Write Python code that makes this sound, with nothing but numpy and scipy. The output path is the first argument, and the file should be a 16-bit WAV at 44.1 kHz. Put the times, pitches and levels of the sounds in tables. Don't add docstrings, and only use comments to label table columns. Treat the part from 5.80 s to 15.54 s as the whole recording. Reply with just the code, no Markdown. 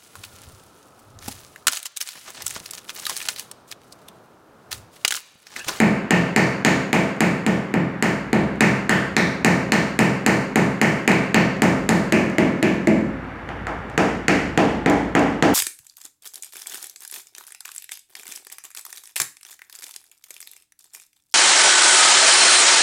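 import sys
import numpy as np
from scipy import signal
from scipy.io import wavfile
from scipy.ndimage import uniform_filter1d, minimum_filter1d

SR = 44100
rng = np.random.default_rng(int(sys.argv[2]) if len(sys.argv) > 2 else 0)


def store_pcm(level_fs):
    pcm = np.round(np.clip(level_fs, -1, 1) * 32767).astype(np.int16)
    wavfile.write(sys.argv[1], SR, np.atleast_2d(pcm).T)


def natural_amplitude(level_db):
    exponent = np.asarray(level_db, float) / 20
    return 10 ** exponent


N = 429534

# (frequency [Hz], level per Hz [dB])
HISS = [(47, -35), (80, -20.5), (107, -13.5), (142, -5), (271, -9.5), (493, -13), (1070, -16),
        (1340, -14.5), (1900, -16.5), (4140, -45), (16000, -65)]
HISS_DB = -34.5
# (time [s], top level [dB], pitch [Hz])
HUM_SWELLS = [(0.0, -48, 52), (0.45, -52, 52), (0.9, -52, 50), (1.44, -65, 52), (2.1, -63, 52),
              (2.649, -40, 68), (3.3, -42, 67.5), (3.78, -43, 66.7), (4.15, -45, 66), (4.8, -46, 49),
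              (5.6, -49, 52), (6.05, -39, 53), (6.5, -47, 54.2), (7.35, -37.5, 56.1), (7.87, -35.5, 57),
              (8.3, -36.5, 58), (8.7, -36.5, 56.4), (9.15, -32, 58), (9.74, -36, 55)]
HUM_WANDER_HZ, SWELL_DB_PER_S, FADE_DB_PER_S = 1.5, 29, 30
GROWL_DB = -2

# (frequency [Hz], level [dB])
ECHO_COLOUR = [(60, -16.5), (110, -15.5), (200, -13), (400, -8.5), (800, -4.5), (1300, -13), (1900, -12),
               (2600, -16), (3400, -48.5), (4300, -10), (5600, -23.5), (7000, -7), (9000, -17.5),
               (15500, -14)]
# (frequency [Hz], time [s])
ECHO_T60 = [(80, 0.48), (210, 0.92), (560, 0.57), (1470, 0.59), (3880, 0.58), (10200, 0.44)]
ECHO_RISE_S, ECHO_RISE_CYCLES = 0.0017, 3.0
FRESH_SHARE = 0.25

# (frequency [Hz], level [dB], time to fall 60 dB [s])
FIRST_MODES = [(130.4, -3.5, 0.61), (152.6, -3, 0.57), (174.6, 3, 0.57), (197.9, -1.5, 0.66),
               (213.9, 2.5, .5), (262.2, -7, 0.82), (327.7, -7.5, 0.43), (357, -6, 0.36), (405.7, -7, 0.47),
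               (463, -9, 0.55), (531, -15, 0.84), (658, -14.5, 0.76), (828, -19, 0.48), (1811, -17, 0.41)]
SECOND_MODES = [(174.3, -8, 0.88), (190.4, -3, 0.69), (217.3, 3, 0.59), (260, -2.5, 0.86),
                (273, -2.5, 0.62), (324, 3.5, 0.49), (361, -2.5, 0.63), (378, -8, 0.44), (463, -24, 0.67),
                (506, -16, 0.78), (539, -9.5, 0.81), (591, -9, 0.71), (642, -4, 0.43), (1759, -19, 0.65)]
THIRD_MODES = [(184, -3, .55), (258, -6, .55), (286, 2, .55), (326, -4, .48), (357, -7, .5),
               (408, -10, .42), (436, -16, .4), (458, -11, .45), (662, -18, .5), (750, -16, .5),
               (786, -16, .45), (822, -14, .4), (860, -16, .5), (995, -19, .5)]
PANEL_DB, PANEL_TILT_DB = -2.5, 3.5
PANEL_RISE_S, PANEL_RISE_CYCLES = 0.0008, 3.2
PANEL_CUT_HZ = 88
NEIGHBOUR_HZ, NEIGHBOUR_SHARE = 9, 0.015
CROWDED_HZ = 250
PANEL_SCATTER_DB, PANEL_SCATTER_RAD = 2.5, 0.4

# (frequency [Hz], level [dB], length [s])
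PUSH_AND_KNOCK = [(270, 8, .006), (750, 2, .004), (1350, -1, .0034), (1900, 3.5, .0036), (2400, -2, .003)]
# (frequency [Hz], level [dB])
CRACK = [(2700, -3.5), (3500, -9.5), (4300, -3), (5600, -16.5), (6800, 4.5), (7800, 5.5), (9000, -3),
         (12000, 5.5), (16000, -19)]
CRACK_S = 0.0036

# (time [s], force as thud [dB], knock at 1.3-3 kHz [dB], crack [dB])
FIRST_BLOWS = [(0.0014, -9.5, -8, -18), (0.3067, -10.5, -7, -16.5), (0.5616, -10, -5, -15),
               (0.848, -10.5, -4, -13.5), (1.1293, -12, -9, -16.5), (1.4053, -11.5, -7.5, -17),
               (1.6636, -13.5, -12, -23), (1.9391, -13, -15, -31.5), (2.2243, -13.5, -7, -18.5),
               (2.5295, -10, -13.5, -25.5), (2.8066, -10, -3, -14.5), (3.0936, -13, -0.5, -16),
               (3.3654, -13, -4.5, -16.5), (3.6461, -9, -5.5, -13.5), (3.92, -12, -5, -14.5),
               (4.1899, -10, -6.5, -14.5), (4.4626, -10, -5.5, -13.5), (4.7572, -10, -7.5, -17),
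               (5.014, -10.5, -6, -15.5), (5.2766, -9.5, -5.5, -15.5), (5.5437, -9, -4.5, -17),
               (5.8195, -8.5, -6.5, -15.5), (6.0902, -11, -8, -15.5)]
SECOND_BLOWS = [(6.3225, -10, -9.5, -17.5), (6.5825, -10, -11.5, -23.5), (6.8265, -11.5, -12, -21.5),
                (7.0715, -9.5, -12.5, -27)]
THIRD_BLOWS = [(8.1769, -11, -4.5, -18), (8.4814, -11, -2, -15), (8.775, -8, -5, -19.5),
               (9.06, -9.5, -6, -26), (9.3505, -9.5, -5.5, -22), (9.624, -8, -4.5, -16.5)]
# (time [s], low-mid [dB], knock [dB], crack [dB])
TOUCHES = [(1.365, -56, -51, -55), (2.7567, -47, -40, -55), (5.3161, -24, -14, -26),
           (5.7674, -52, -41, -50), (6.4986, -37, -33, -43), (7.445, -40, -44, -68),
           (7.6888, -30, -25.5, -48), (7.8681, -26.5, -20.5, -39.5), (8.098, -39, -37, -48),
           (9.0977, -16, -18, -24.5), (9.393, -17, -29, -28.5)]
TOUCH_THUD_DB, TOUCH_SHEEN_DB = -8.5, -20
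MOVES_S = [6.2, 7.3]
BAND_HZ = [260, 800, 2000, 6000, 12000]
# (low-mid against force [dB], sheen against crack [dB])
SPOT_COLOUR = [(-6, -15.5), (-6.5, -17.5), (-2.5, -22)]
SQUARE_CRACK_DB = -17
LOW_MID_FOLLOWS, SHEEN_FOLLOWS = 0.21, 0.91
# (frequency [Hz], level [dB])
LANDING = [
    [(2350, 3), (3350, -1.5), (4200, 1.5), (5650, -1.5)],
    [(1300, -1), (2350, 4.5), (3400, -2), (10300, 2)],
    [(1350, -0.5), (2350, -4.5), (3300, 0.5), (4200, -2)],
]
LANDING_WIDTH_HZ, LANDING_SCATTER, LANDING_SCATTER_DB = 600, 0.06, 2.5
# (time [s], frequency [Hz], level [dB])
OFF_CENTRE = [(0.31, 9300, -5), (0.85, 6760, 5.5), (1.13, 800, 2), (1.66, 1930, -4), (1.94, 9550, -12),
              (2.53, 5710, -2), (2.53, 13300, -8), (2.81, 3040, -4.5), (3.09, 1540, 2), (3.09, 2300, -13),
              (3.09, 3940, -3), (3.37, 2880, -8), (3.37, 3670, 5.5), (3.37, 7140, -3), (3.37, 5800, 4.5),
              (4.46, 3600, -3), (5.01, 3650, -7), (3.92, 10500, -7), (4.19, 6370, -4), (4.76, 3150, 0.5),
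              (5.54, 9100, -7), (6.83, 8940, -11), (7.07, 7460, 6), (7.07, 1200, -5), (8.48, 3830, 1),
              (8.48, 1000, -5.5), (8.78, 2500, 2.5), (6.09, 11000, 8)]

LOW_CUT_HZ, TOP_CUT_HZ, HEADROOM = 50, 15850, 1.5
CEILING_DB, SQUEEZE, LIMITER_S = -14, 0.3, 0.02

EDGES = 45 * 2 ** np.arange(0, 8.7, 1 / 3)
CENTRES = np.sqrt(EDGES[1:] * EDGES[:-1])
TAIL = np.arange(SR) / SR


def rms_one(x):
    return x / np.sqrt(np.mean(x ** 2, axis=-1, keepdims=True) + 1e-20)


def at_hz(points, hz):
    table_hz, level_db = np.array(points).T
    return np.interp(np.log(hz), np.log(table_hz), level_db)


def noise_bands(size):
    white = rng.standard_normal((2, size + 4000))
    bands = []
    for k, pair in enumerate(zip(EDGES, EDGES[1:])):
        sos = signal.butter(2, pair, "band", fs=SR, output="sos")
        bands.append(signal.sosfilt(sos, white[k % 2])[4000:])
    return rms_one(np.array(bands))


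def workshop():
    bands = noise_bands(size=N)
    hiss = (natural_amplitude(at_hz(HISS, CENTRES)) * np.sqrt(CENTRES) * (CENTRES > 75)) @ bands
    growl_bands = (CENTRES > 65) & (CENTRES < 140)
    growl = natural_amplitude(GROWL_DB) * rms_one(growl_bands @ bands[:, ::-1])

    sample, knots = np.arange(N), np.arange(N // 4000 + 2)
    wander = np.interp(sample / 4000, knots, rng.standard_normal(len(knots)))
    s, top_db, hz = np.transpose(HUM_SWELLS)[:, :, None]
    pitch = np.interp(sample / SR, s[:, 0], hz[:, 0]) + HUM_WANDER_HZ * wander
    hum = np.sqrt(2) * np.sin(2 * np.pi * np.cumsum(pitch) / SR)

    since = np.arange(0, N, 100) / SR - s
    fall_db = np.maximum(-SWELL_DB_PER_S * since, FADE_DB_PER_S * since)
    level_db = np.max(top_db - fall_db, axis=0)
    swell = natural_amplitude(np.interp(sample / 100, np.arange(len(level_db)), level_db))
    return natural_amplitude(HISS_DB) * rms_one(hiss) + swell * (hum + growl)


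def room_shape():
    hz = CENTRES[:, None]
    fall = natural_amplitude(at_hz(ECHO_COLOUR, hz) - 60 * TAIL / at_hz(ECHO_T60, hz))
    return fall * (1 - np.exp(-TAIL / (ECHO_RISE_S + ECHO_RISE_CYCLES / hz)))


def panel(modes):
    hz, level_db, t60 = np.transpose(modes)[:, :, None]
    rise = PANEL_RISE_S + PANEL_RISE_CYCLES / hz
    decay = natural_amplitude(-60 * TAIL / np.clip(t60, .3, .9)) * (1 - np.exp(-TAIL / rise))
    offsets = rng.uniform(.6, 1.6, (3, len(hz), 1)) * np.reshape([0, 1, -1], (3, 1, 1))
    phases = rng.uniform(0, 4.5, offsets.shape)
    pitches = hz + offsets * (NEIGHBOUR_HZ + NEIGHBOUR_SHARE * hz)
    side = .65 * hz / (hz + CROWDED_HZ)
    shares = np.array([np.sqrt(1 - 2 * side ** 2), side, side])
    cluster = np.sum(shares * np.exp(1j * (2 * np.pi * pitches * TAIL + phases)), axis=0)
    gain = natural_amplitude(level_db + PANEL_DB + PANEL_TILT_DB * np.log2(hz / 256))
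    return hz[:, 0], gain * decay * cluster


def peaking(x, hz, gain_db):
    w = 2 * np.pi * hz / SR
    alpha, a = np.pi * LANDING_WIDTH_HZ / SR, natural_amplitude(gain_db / 2)
    top = [1 + alpha * a, -2 * np.cos(w), 1 - alpha * a]
    bottom = [1 + alpha / a, -2 * np.cos(w), 1 - alpha / a]
    return signal.lfilter(top, bottom, x)


def burst(hz, length, turn):
    t = TAIL[:600]
    swell = np.sin(np.pi * np.clip(t / length, 0, 1) ** 1.05) ** 2
    return swell * np.cos(2 * np.pi * hz * t + turn)


def strength(row, hz):
    s, knock, thud, low_mid, crack, sheen = row
    return natural_amplitude(np.interp(np.log(hz), np.log(BAND_HZ), [thud, low_mid, knock, crack, sheen]))


def contact(row, chance):
    hz, level_db, length = np.transpose(PUSH_AND_KNOCK)[:, :, None]
    turn = np.pi + 2.5 * chance[:len(hz), None] * (hz > 1000)
    knock = natural_amplitude(level_db) * burst(hz, length, turn)
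    dense = np.linspace(2700, 16400, len(chance))
    crack = burst(dense[:, None], CRACK_S, 2 * np.pi * chance[:, None])
    crack_gain = strength(row, dense) * natural_amplitude(at_hz(CRACK, dense))
    return strength(row, hz[:, 0]) @ knock + crack_gain @ crack


def band_levels():
    rows = []
    for blows, (low_mid_db, sheen_db) in zip([FIRST_BLOWS, SECOND_BLOWS, THIRD_BLOWS], SPOT_COLOUR):
        for s, force, knock, crack in blows:
            lost = crack - SQUARE_CRACK_DB
            low_mid = force + low_mid_db + LOW_MID_FOLLOWS * lost
            sheen = SQUARE_CRACK_DB + sheen_db + SHEEN_FOLLOWS * lost
            rows.append((s, knock, force, low_mid, crack, sheen))
    for s, low_mid, knock, crack in TOUCHES:
        rows.append((s, knock, low_mid + TOUCH_THUD_DB, low_mid, crack, crack + TOUCH_SHEEN_DB))
    return rows


def tapping():
    rows, out = band_levels(), np.zeros(N + SR)
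    shape, fresh = room_shape(), noise_bands(size=2 * SR)
    spots = []
    for modes in (FIRST_MODES, SECOND_MODES, THIRD_MODES):
        spots.append((panel(modes), shape * noise_bands(size=SR)))
    for row in rows:
        spot = np.searchsorted(MOVES_S, row[0])
        (mode_hz, modes), echoes = spots[spot]
        skip = rng.integers(0, SR)
        echoes = echoes + FRESH_SHARE * shape * fresh[:, skip:skip + SR]

        by_db, by_rad = rng.standard_normal((2, len(modes)))
        scatter = natural_amplitude(PANEL_SCATTER_DB * by_db) * np.exp(1j * PANEL_SCATTER_RAD * by_rad)
        ring = ((strength(row, mode_hz) * scatter) @ modes).imag
        sound = ring + strength(row, CENTRES) @ echoes
        sound[:600] += contact(row, rng.random(40))

        for hz, gain_db in LANDING[spot]:
            off_hz, off_db = rng.standard_normal(2)
            sound = peaking(sound, hz * (1 + LANDING_SCATTER * off_hz), gain_db + LANDING_SCATTER_DB * off_db)
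        for s, hz, gain_db in OFF_CENTRE:
            if abs(s - row[0]) < .02:
                sound = peaking(sound, hz, gain_db)
        start = max(round((row[0] - .0004) * SR), 0)
        out[start:start + SR] += sound
    return signal.sosfilt(signal.butter(2, PANEL_CUT_HZ, "high", fs=SR, output="sos"), out[:N])


def scene():
    return (workshop() + tapping())[None]


def band_limit(x):
    return signal.sosfilt(signal.butter(12, 16880, fs=SR, output="sos"), x)


def record(dry):
    thin = signal.sosfilt(signal.butter(3, LOW_CUT_HZ, "high", fs=SR, output="sos"), dry)
    dull = signal.sosfilt(signal.cheby2(14, 50, TOP_CUT_HZ + 250, fs=SR, output="sos"), thin)
    span = round(LIMITER_S * SR)
    room_left_db = CEILING_DB - 20 * np.log10(np.abs(dull) + 1e-9)
    tightest_db = np.minimum(minimum_filter1d(room_left_db, span), 0)
    limited = dull * natural_amplitude(uniform_filter1d(SQUEEZE * tightest_db, span))
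    mix = HEADROOM * np.tanh(limited / HEADROOM)
    return band_limit(mix)


dry = scene()
out = record(dry)
store_pcm(out)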